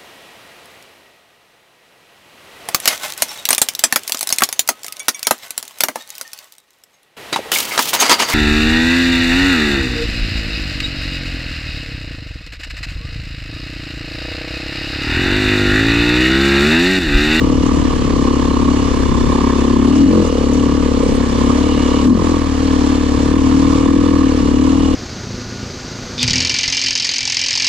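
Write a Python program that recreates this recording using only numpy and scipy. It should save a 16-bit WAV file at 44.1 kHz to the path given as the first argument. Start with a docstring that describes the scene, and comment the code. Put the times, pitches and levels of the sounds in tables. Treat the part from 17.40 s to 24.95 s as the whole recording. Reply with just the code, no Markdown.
"""A single-cylinder four-stroke trail bike pulls along a snowy track, heard at two helmet microphone ports.
Each firing is a set of decaying tone bursts: a valve thump, then a blast echoing in the header pipe,
with an airbox honk that rises on throttle snaps; slow sines add the crank throb.
Noise and random taps clatter and whine in the engine cases; thin, high, steady tones flicker in briefly.
Short bright noise bursts are snow spray, and lumpy low noise is wind buffeting the ports."""
import sys
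import numpy as np
from scipy import signal
from scipy.fft import rfft, irfft, next_fast_len
from scipy.io import wavfile
from scipy.ndimage import uniform_filter1d, minimum_filter1d

SR = 44100
rng = np.random.default_rng(int(sys.argv[2]) if len(sys.argv) > 2 else 0)


def inscribe(sig):
    """Save sig as 16-bit PCM at rate SR to the path in sys.argv[1].

    A 1-D sig is mono; a 2-D sig holds one channel per row.
    Samples are clipped to [-1, 1] before scaling.
    """
    pcm = np.round(np.clip(np.atleast_2d(sig).T, -1, 1) * 32767)
    wavfile.write(sys.argv[1], SR, pcm.astype(np.int16))


N = 332955  # samples

# Engine speed. Each row: time in seconds, firings per second.
ENGINE_SPEED = [(0.0, 36.87), (0.16, 36.45), (0.32, 36.85), (0.4, 37.6), (0.48, 36.15), (0.76, 34.16),
                (0.92, 34.61), (1.24, 34.42), (1.32, 35.72), (1.64, 33.29), (1.76, 33.54), (1.88, 34.52),
                (2.24, 33.95), (2.44, 34.26), (2.52, 36.36), (2.6, 38.93), (2.68, 43.22), (2.76, 44.8),
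                (2.88, 39.91), (2.96, 34.74), (3.08, 34.52), (3.16, 36.83), (3.24, 35.0), (3.36, 36.45),
                (3.48, 35.75), (3.56, 34.06), (3.68, 33.69), (3.76, 34.71), (3.88, 33.62), (4.08, 34.62),
                (4.28, 37.64), (4.44, 35.22), (4.56, 36.62), (4.64, 34.75), (4.68, 38.67), (4.72, 43.61),
                (4.76, 45.17), (4.84, 41.08), (4.92, 40.78), (5.16, 36.7), (5.24, 38.66), (5.4, 36.09),
                (5.52, 37.19), (5.6, 36.2), (5.8, 35.78), (5.88, 36.35), (5.96, 39.12), (6.08, 36.87),
                (6.16, 38.73), (6.36, 38.49), (6.52, 39.04), (6.6, 40.18), (6.8, 39.08), (6.88, 37.98),
                (7.08, 35.19), (7.2, 36.88), (7.36, 39.0), (7.55, 37.35)]


def amp(db):
    """Amplitude factor for a level in dB."""
    return 10 ** (np.asarray(db) / 20)


def rms_one(x):
    """Scale a signal to an rms of 1."""
    return x / np.sqrt(np.mean(x ** 2) + 1e-20)


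def in_time(rows, t=None):
    """Columns of a curve table at times t (every sample by default)."""
    if t is None:
        t = np.arange(N) / SR
    s, *columns = np.transpose(rows)
    return [np.interp(t, s, column) for column in columns]


def at_hz(points, hz):
    """Read a curve over frequency, straight between its points on a log axis."""
    point_hz, values = np.array(points).T
    return np.interp(np.log(hz), np.log(point_hz), values)


def drift(rate_hz):
    """Slow random wander of spread 1: noise through two equal low-pass poles, made at SR / 40."""
    r = np.exp(-2 * np.pi * rate_hz * 40 / SR)
    settle = 2000
    white = rng.standard_normal(N // 40 + 2 + settle)
    slow = signal.lfilter([1], [1, -2 * r, r * r], white)[settle:]
    return np.interp(np.arange(N) / 40, np.arange(len(slow)), rms_one(slow))


def resonance(x, hz, width_hz):
    """Two-pole peak with gain 1 on top."""
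    r = np.exp(-np.pi * width_hz / SR)
    zeros = np.array([1, 0, -1]) * (1 - r * r) / 2
    poles = [1, -2 * r * np.cos(2 * np.pi * hz / SR), r * r]
    return signal.lfilter(zeros, poles, x)


def banded_noise(spectrum, patchy_db, alike_share):
    """Third-octave bands of stereo noise with their own level, flicker and likeness; rms 1 overall."""
    # Left-right likeness before alike_share. Each row: frequency in Hz, correlation (below 0 counts as 0).
    likeness = [(25, 0.05), (60, 0.4), (180, 0.92), (530, -0.88), (1590, 0.031), (4730, 0.72),
                (14100, -0.75)]
    lowest, highest = spectrum[0][0], min(spectrum[-1][0], 16000)
    edges = lowest * 2 ** np.arange(0, np.log2(highest / lowest), 1 / 3)
    together = drift(2.9)
    white = rng.standard_normal((2, 2, N))  # neighbouring bands take turns with two noise pairs
    out = 0
    for k, (low, high) in enumerate(zip(edges, edges[1:])):
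        band = signal.butter(2, [low, high], "band", fs=SR, output="sos")
        mid, side = signal.sosfilt(band, white[k % 2])
        hz = np.sqrt(low * high)
        alike = np.clip(alike_share * at_hz(likeness, hz), 0, 1)
        flicker_db = patchy_db * (0.81 * together + drift(18.0))
        stereo = np.sqrt(1 + alike) * mid + np.sqrt(1 - alike) * side * [[1], [-1]]
        out = out + amp(at_hz(spectrum, hz) + flicker_db) * stereo
    return rms_one(out)


def cycles():
    """Engine cycles turned at every sample; whole numbers fall on the blasts."""
    first_blast = .661  # share of a cycle before the first blast
    return np.cumsum(in_time(ENGINE_SPEED)[0]) / SR - first_blast


def moments(turn, at):
    """Times at which the crank passes a given share of each cycle."""
    count = np.arange(-2, int(turn[-1]) + 2) + at
    # cycles beyond either end run on at the end speeds
    before = np.minimum(count - turn[0], 0) / ENGINE_SPEED[0][1]
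    after = np.maximum(count - turn[-1], 0) / ENGINE_SPEED[-1][1]
    return np.interp(count, turn, np.arange(N) / SR) + before + after


def wind():
    """Turbulence at the ports: lumpy low noise, mostly its own at each one."""
    # Colour of the buffeting. Each row: frequency in Hz, relative level per Hz in dB.
    colour = [(12, -6), (30, -8), (55, -7.5), (90, -8), (130, -5.5), (200, -8), (300, -11), (500, -36)]
    # Gusts. Each row: time in seconds, average wind level in dB.
    gusts = [(0, -18.5), (1, -20.5), (1.7, -20), (1.86, -17), (2.0, -22), (2.6, -23), (3, -25.5),
             (3.7, -21.5), (5, -25), (6, -25), (6.35, -22), (6.8, -21.5), (7.55, -23)]
    return amp(in_time(gusts)[0]) * banded_noise(colour, patchy_db=2.0, alike_share=0.44)


def spray():
    """Snow and grit flung against the bike: sudden bright noise bursts, unlike at the two ports."""
    # Each row: start in seconds, level at the onset in dB.
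    hits = [(0.2635, -30), (2.149, -39), (2.6892, -35), (2.877, -34), (3.134, -27.5), (3.349, -42),
            (3.7, -38), (4.0492, -45), (6.9726, -45)]
    fall_ms = 8.6
    t = np.arange(N) / SR
    bursts = sum(amp(db) * (t > s) * np.exp(-1000 * np.abs(t - s) / fall_ms) for s, db in hits)
    return bursts * rms_one(resonance(rng.standard_normal((2, N)), hz=6460, width_hz=480))


def high_tones():
    """Thin, high, steady tones flicker in for short spells: noise in narrow, twice-filtered resonances."""
    # Spells of the tones. Each row: middle in seconds, length in seconds, level in dB.
    spells = [(0.348, 0.026, -54), (0.551, 0.017, -57), (1.597, 0.068, -56), (2.191, 0.017, -62),
              (2.848, 0.061, -58), (3.672, 0.1, -54), (3.751, 0.037, -48), (3.903, 0.035, -57),
              (4.0, 0.12, -63), (4.669, 0.043, -50)]
    # Tones. Each row: pitch in Hz, width of each filter in Hz, relative level in dB.
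    tones = [(8260, 30, 9), (10780, 25, -5), (13100, 60, -17), (14750, 25, -19)]
    t, white = np.arange(N) / SR, rng.standard_normal(N)
    spell_level = sum(amp(db) * np.exp(-.5 * ((t - s) / (length / 2)) ** 2) for s, length, db in spells)
    tones_sum = 0
    for hz, width_hz, db in tones:
        tone = resonance(resonance(white, hz, width_hz), hz, width_hz)
        tones_sum = tones_sum + amp(db) * rms_one(tone)
    return spell_level * tones_sum


def valve_taps():
    """Dense taps of random size at random moments."""
    taps_per_s = 900
    taps = (rng.random(N) < taps_per_s / SR) * rng.standard_normal(N)
    return taps + 1e-18  # keeps the filters off denormal numbers


def whine():
    """Three case panels sing: dense taps in narrow resonances, each in its own spells."""
    # Each row: time in seconds, low, middle and high panel level in dB.
    spells = [(0, -52, -42.5, -50), (1, -50, -41.5, -48), (1.7, -47, -46, -43), (2.2, -48, -42, -44),
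              (2.65, -55, -41, -52), (3.3, -55, -41.5, -50), (3.7, -45, -45, -48), (3.9, -44, -44, -43),
              (4.15, -43, -40.5, -47), (4.42, -42, -35.5, -47), (4.6, -42, -39, -43), (4.7, -57, -50, -60),
              (4.9, -48, -46, -53), (5.4, -47, -48, -48), (6.5, -46.5, -44, -46), (7.55, -53, -43, -50)]
    # Each row: panel pitch in Hz, width in Hz.
    panels = [(2260, 70), (2885, 65), (3520, 70)]
    out = 0
    for db, (hz, width_hz) in zip(in_time(spells), panels):
        waver_db = 1.5 * drift(2.5)
        out = out + amp(db + waver_db) * rms_one(resonance(valve_taps(), hz, width_hz))
    return out


def case_taps():
    """Valve taps striking the resonances of the engine cases, each wavering slowly."""
    # Each row: pitch in Hz, width in Hz, relative level in dB.
    case_modes = [(1726, 140, -9), (3114, 320, -13.5), (4085, 86, -15.5), (4446, 58, -14.5)]
    out = 0
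    for hz, width_hz, db in case_modes:
        out = out + amp(db + 2.0 * drift(2.1)) * rms_one(resonance(valve_taps(), hz, width_hz))
    return out


def clatter(turn):
    """Gas hiss, valve taps and panel whine, all swelling in step with the crank."""
    # Colour of the hiss. Each row: frequency in Hz, relative level per Hz in dB.
    colour = [(240, -39), (400, -5), (477, -11), (561, -9), (823, -12), (1100, -7.5), (1460, -21.5),
              (2630, -18.5), (2880, -22.5), (6660, -23), (10400, -46), (12500, -79), (13500, -92)]
    # Level of hiss and taps before their own gains. Each row: time in seconds, level in dB.
    course = [(0, -33), (1.3, -32), (2.3, -32.5), (2.58, -30.5), (2.66, -32.5), (2.85, -31), (3.0, -33.5),
              (3.4, -31.5), (4.0, -31.5), (4.65, -31), (4.72, -35.5), (4.85, -31), (5.0, -34),
              (5.35, -31.5), (6.5, -32), (7.55, -33.5)]
    # Swell within the cycle. 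Each row: order, depth in dB, crest in cycles after the blast.
    swells = [(1, 1.5, -0.13), (2, 1.1, 0.1)]
    swell_db = sum(db * np.cos(2 * np.pi * order * (turn - crest)) for order, db, crest in swells)
    hiss = amp(5.8) * banded_noise(colour, patchy_db=1.12, alike_share=0.69)
    level = amp(in_time(course)[0])
    return amp(swell_db) * (level * (hiss + case_taps()) + whine())


def dull(x):
    """Steep roll-off at which hiss and spray stop, near 13.6 kHz."""
    return signal.sosfilt(signal.cheby2(8, 45, 13600, fs=SR, output="sos"), x)


def throb(turn):
    """Crank throb through the frame: the lowest orders, near sines that waver in strength."""
    # Each row: order, rms level in dB about which it wavers, crest in cycles after the blast.
    orders = [(1, -25.5, 0.32), (2, -24.5, 0.24), (3, -35, 0.19)]
    out = 0
    for order, db, crest in orders:
        level = np.sqrt(2) * amp(db + 0.5 * drift(2.4))
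        out = out + level * np.cos(2 * np.pi * order * (turn - crest))
    return out


def rings(times, sizes, hz, rise_ms, fall_ms):
    """A tone burst cresting at each time: bell-shaped rise, then a fall with an exponential tail."""
    out = np.zeros(N + 2 * SR)  # a spare second at each end
    span = np.arange(-int(SR * rise_ms / 300), int(SR * fall_ms / 130))
    for t, size, f in zip(times, sizes, hz):
        i = int(t * SR) + span
        age = i / SR - t
        rise = np.exp(-.5 * (1000 * age / rise_ms) ** 2)
        fall = 1 / np.cosh(1000 * age / fall_ms)
        shape = np.where(age < 0, rise, fall)
        out[i + SR] += size * shape * np.cos(2 * np.pi * f * age)
    return out[SR:SR + N]


def part_levels(firings):
    """Level in dB of each exhaust and intake part at each firing, and the thump's delay in ms."""
    # Load on the engine. Each row: time in seconds, levels in dB of blast, first thump, airbox honk,
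    # silencer ring and gas jet.
    load = [(0.02, -7.5, -9.5, -35, -21.5, -26.5), (0.45, -10.5, -12, -32, -27.5, -29.5),
            (0.51, -17.5, -10.5, -23, -26, -30), (0.71, -9.5, -13.5, -21, -22.5, -32),
            (0.88, -8.5, -8, -19, -20.5, -24.5), (1.06, -11, -11.5, -30, -22.5, -27),
            (1.29, -7.5, -5.5, -21.5, -28, -25.5), (1.46, -13.5, -8, -26, -23, -31),
            (1.75, -12.5, -10.5, -26.5, -27.5, -26), (2.05, -12, -6, -24, -26.5, -23.5),
            (2.22, -7.5, -10, -26, -21.5, -26), (2.51, -5.5, -4, -14.5, -38, -27),
            (2.64, -10, -3, -3.5, -36, -42), (2.74, -8, -8, -21.5, -20, -29),
            (2.8, -6, -3, -13, -20.5, -28.5), (2.88, -15.5, -16.5, -26, -23.0, -33),
            (2.96, -9, -13, -19, -18, -34), (3.27, -7.5, -2, -13.5, -24.5, -27.5),
            (3.32, -9.5, -8.5, -16, -25, -26.5), (3.61, -10.5, -9.5, -38.5, -16.5, -34),
            (3.9, -14.5, -7.5, -28, -25.5, -32), (4.07, -8, -5, -19, -19, -26.5),
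            (4.19, -10.5, -3.5, -15, -23.5, -29.5), (4.55, -11, -9.0, -19.5, -19, -28.0),
            (4.71, -2.5, -3.5, 0.5, -31, -30), (4.75, -14.5, -7.0, -14, -22.5, -32.0),
            (4.8, -9, -19, -50, -23, -28.5), (4.9, -7, -12, -27, -25, -28.5),
            (5.07, -17.5, -10.5, -27, -32, -32), (5.23, -11, -10.5, -16.5, -21.5, -46),
            (5.42, -10, -5, -20, -27.5, -32.5), (5.69, -11.5, -6.5, -16.5, -25.5, -34.5),
            (5.94, -8.0, -12, -19, -23.5, -28.5), (6.15, -11, -3, -11, -29.0, -35),
            (6.38, -13.5, -7, -23, -22.5, -27), (6.54, -3.5, -8, -16, -23, -29),
            (6.66, -8.5, -6.5, -17, -24, -29), (6.84, -7.5, -5, -16, -24.5, -28.5),
            (6.92, -9.5, -16.5, -21, -23.5, -38.5), (7.2, -5, -4.5, -18.5, -23.5, -32),
            (7.33, -7.5, -6.5, -16, -27.5, -31.5), (7.46, -10, -10.5, -15.5, -23, -31.5)]
    # Sharp edge of the blast. Each row: time in seconds, crack level in dB, thump delay in ms.
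    edge = [(0, -24, .1), (1, -23, .1), (2, -21, .1), (2.68, -22, -.1), (2.705, -10, -3.1),
            (2.83, -9, -3.1), (2.9, -14, -.1), (3.2, -22, .1), (4, -21, .1), (4.7, -22, .1),
            (4.77, -15, -.1), (5.0, -18, -.1), (5.3, -25, .1), (6.5, -27, .1), (7.1, -21, .1),
            (7.55, -24, .1)]
    part_db = dict(zip(["pipe", "thump", "honk", "silencer", "jet"], in_time(load, firings)))
    # a low boom comes up with the revs: 2.05 dB for each firing per second over the usual 36
    part_db["boom"] = -25 + 2.05 * (in_time(ENGINE_SPEED, firings)[0] - 36)
    part_db["crack"], thump_ms = in_time(edge, firings)
    return part_db, thump_ms


def exhaust(turn):
    """Pipe, port, silencer and airbox ring at set points of the cycle, a little different each firing."""
    # Rings of one cycle, in order: valve crack, airbox gulp, first thump down the pipe, jet in the port,
    # its ring-on, steep front, main blast, silencer chamber, inverted echo from the open end,
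    # jet in the header bend, long section of the pipe, late suction.
    # Each row: cycles after the blast, further delay in ms, pitch in Hz before shifts, rise in ms, fall in ms,
    # level in dB over its part, signed crest factor, part.
    ring_rows = [(-.33, 2.5, 1100, 1.0, 1.9, 5, -1, "jet"), (-0.3963, 0.5, 259.6, 4.1, 21.5, -3, 1, "honk"),
                 (-0.2995, 3, 265.3, 0.62, 5.1, -0.5, 1, "thump"), (-.04, -0.9, 985, 0.9, 2.1, 8, 1, "jet"),
                 (0.01, 2.5, 1150, 1.2, 2.5, 4, 1, "jet"), (0.005, 0.4, 420, 0.7, 0.85, 0, -1, "crack"),
                 (0.0081, 0.5, 271, 1.05, 3.18, -2.5, -1.26, "pipe"),
                 (-0.0046, 0.75, 473.5, 1.9, 4.5, 9, -0.7, "silencer"),
                 (0.0015, 6, 265, 3.16, 1.62, 0.5, 0.91, "echo"),
                 (-0.0527, 2.5, 352, 5.8, 3.5, 5.5, -1.02, "jet"),
                 (-0.011, 3, 224, 3, 4.1, -1, -1.4, "boom"), (0.512, 1, 150, 3.4, 2.5, -14, -1.56, "pipe")]
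    # Throttle snaps. Each row: time in seconds, pipe echo over the blast in dB, airbox pitch shift as a share.
    throttle = [(0, -0.5, 0.0031), (1.5, -0.5, -0.007), (2.5, -1.5, .01), (2.62, -0.5, .06),
                (2.68, 1, -0.024), (2.82, -1, -0.027), (2.88, -9, 0), (2.98, -2, -0.015), (3.6, -1, 0),
                (4.62, 1.5, 0.025), (4.7, -2, -0.043), (4.76, -6.5, -0.027), (5.05, -1.5, 0),
                (5.25, 0, .01), (6.15, 1, 0.012), (6.7, 0.5, 0.029), (7.1, -1.5, -0.015),
                (7.55, -0.5, 0.023)]
    # The jet's ring in the port moves. Each row: time in seconds, pitch in Hz that shifts it against the usual.
    jet_pitch = [(0.0, 1060), (1.74, 1020), (3.47, 1070), (3.53, 1020), (4.67, 1050), (4.84, 1000),
                 (5.19, 1070), (5.64, 1060), (5.78, 997), (5.91, 1050), (6.86, 1080), (6.92, 1030),
                 (7.49, 1070), (7.55, 1040)]
    jet_usual_hz = 1050
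    scatter_db, jet_scatter_db = 1.15, 2.5  # the turbulent jet varies more from firing to firing
    jitter_ms, wobble_ms = .07, .1  # of one ring, of the whole firing
    wander_db = 1.0  # slow change in the strength of each ring

    firings = moments(turn, 0)
    firing_samples = np.clip(firings * SR, 0, N - 1).astype(int)
    part_db, thump_ms = part_levels(firings)
    echo_db, honk_shift = in_time(throttle, firings)
    part_db["echo"] = part_db["pipe"] + echo_db
    jet_shift = in_time(jet_pitch, firings)[0] / jet_usual_hz - 1
    wobble = rng.standard_normal(len(firings))
    out = 0
    for at, ms, hz, rise_ms, fall_ms, db, sign, part in ring_rows:
        strength, late, pitch = rng.standard_normal((3, len(firings)))
        wander = drift(0.85)[firing_samples]
        port_jet = part == "jet" and hz > 900  # the lower jet ring sits in the header bend
        chance_db = (jet_scatter_db if port_jet else scatter_db) * strength + wander_db * wander
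        sizes = sign * amp(part_db[part] + db + chance_db)
        delay_ms = ms + thump_ms * (part == "thump") + jitter_ms * late + wobble_ms * wobble
        times = moments(turn, at) + delay_ms / 1000
        shift = honk_shift * (part == "honk") + jet_shift * port_jet
        pitches = hz * (1 + shift + .004 * pitch + .005 * wander)
        out = out + rings(times, sizes, pitches, rise_ms, fall_ms)
    return out


def scene():
    """All sources at the two ports."""
    turn = cycles()
    engine = exhaust(turn) + throb(turn)
    return engine + dull(clatter(turn) + spray()) + high_tones() + wind()


def record(dry):
    """Two unlike ports (the left one fuller in the lows and later), a peak limiter, the top cut."""
    # Each row: frequency in Hz, left minus right level in dB.
    port_db = [(30, 4.5), (60, 8.5), (120, 2.5), (230, 4), (460, -0.5), (920, -7.5), (1820, -5.5),
               (3600, -2), (7130, 3), (14100, -10.5)]
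    # Each row: frequency in Hz, phase in radians by which the left leads.
    port_lead = [(20, 0), (300, -.6), (600, -1.0), (1210, -6.6), (3450, -6.3), (7400, -10), (14000, -13)]
    limit, cutoff_hz = .98, 14800
    size = next_fast_len(N + 4096)
    hz = np.maximum(np.arange(size // 2 + 1) * SR / size, 1)
    # each port takes half of the difference
    half = amp(at_hz(port_db, hz) / 2) * np.exp(.5j * at_hz(port_lead, hz))
    ports = irfft(rfft(dry, size) * np.array([half, 1 / half]), size)[:, :N]
    needed = np.minimum(1, limit / (np.abs(ports).max(axis=0) + 1e-9))
    gain = uniform_filter1d(minimum_filter1d(needed, size=441), size=441)  # hold and smooth over 10 ms each
    top_cut = signal.ellip(12, .5, 70, cutoff_hz, fs=SR, output="sos")
    return signal.sosfilt(top_cut, gain * ports)


dry = scene()
out = record(dry)
inscribe(out)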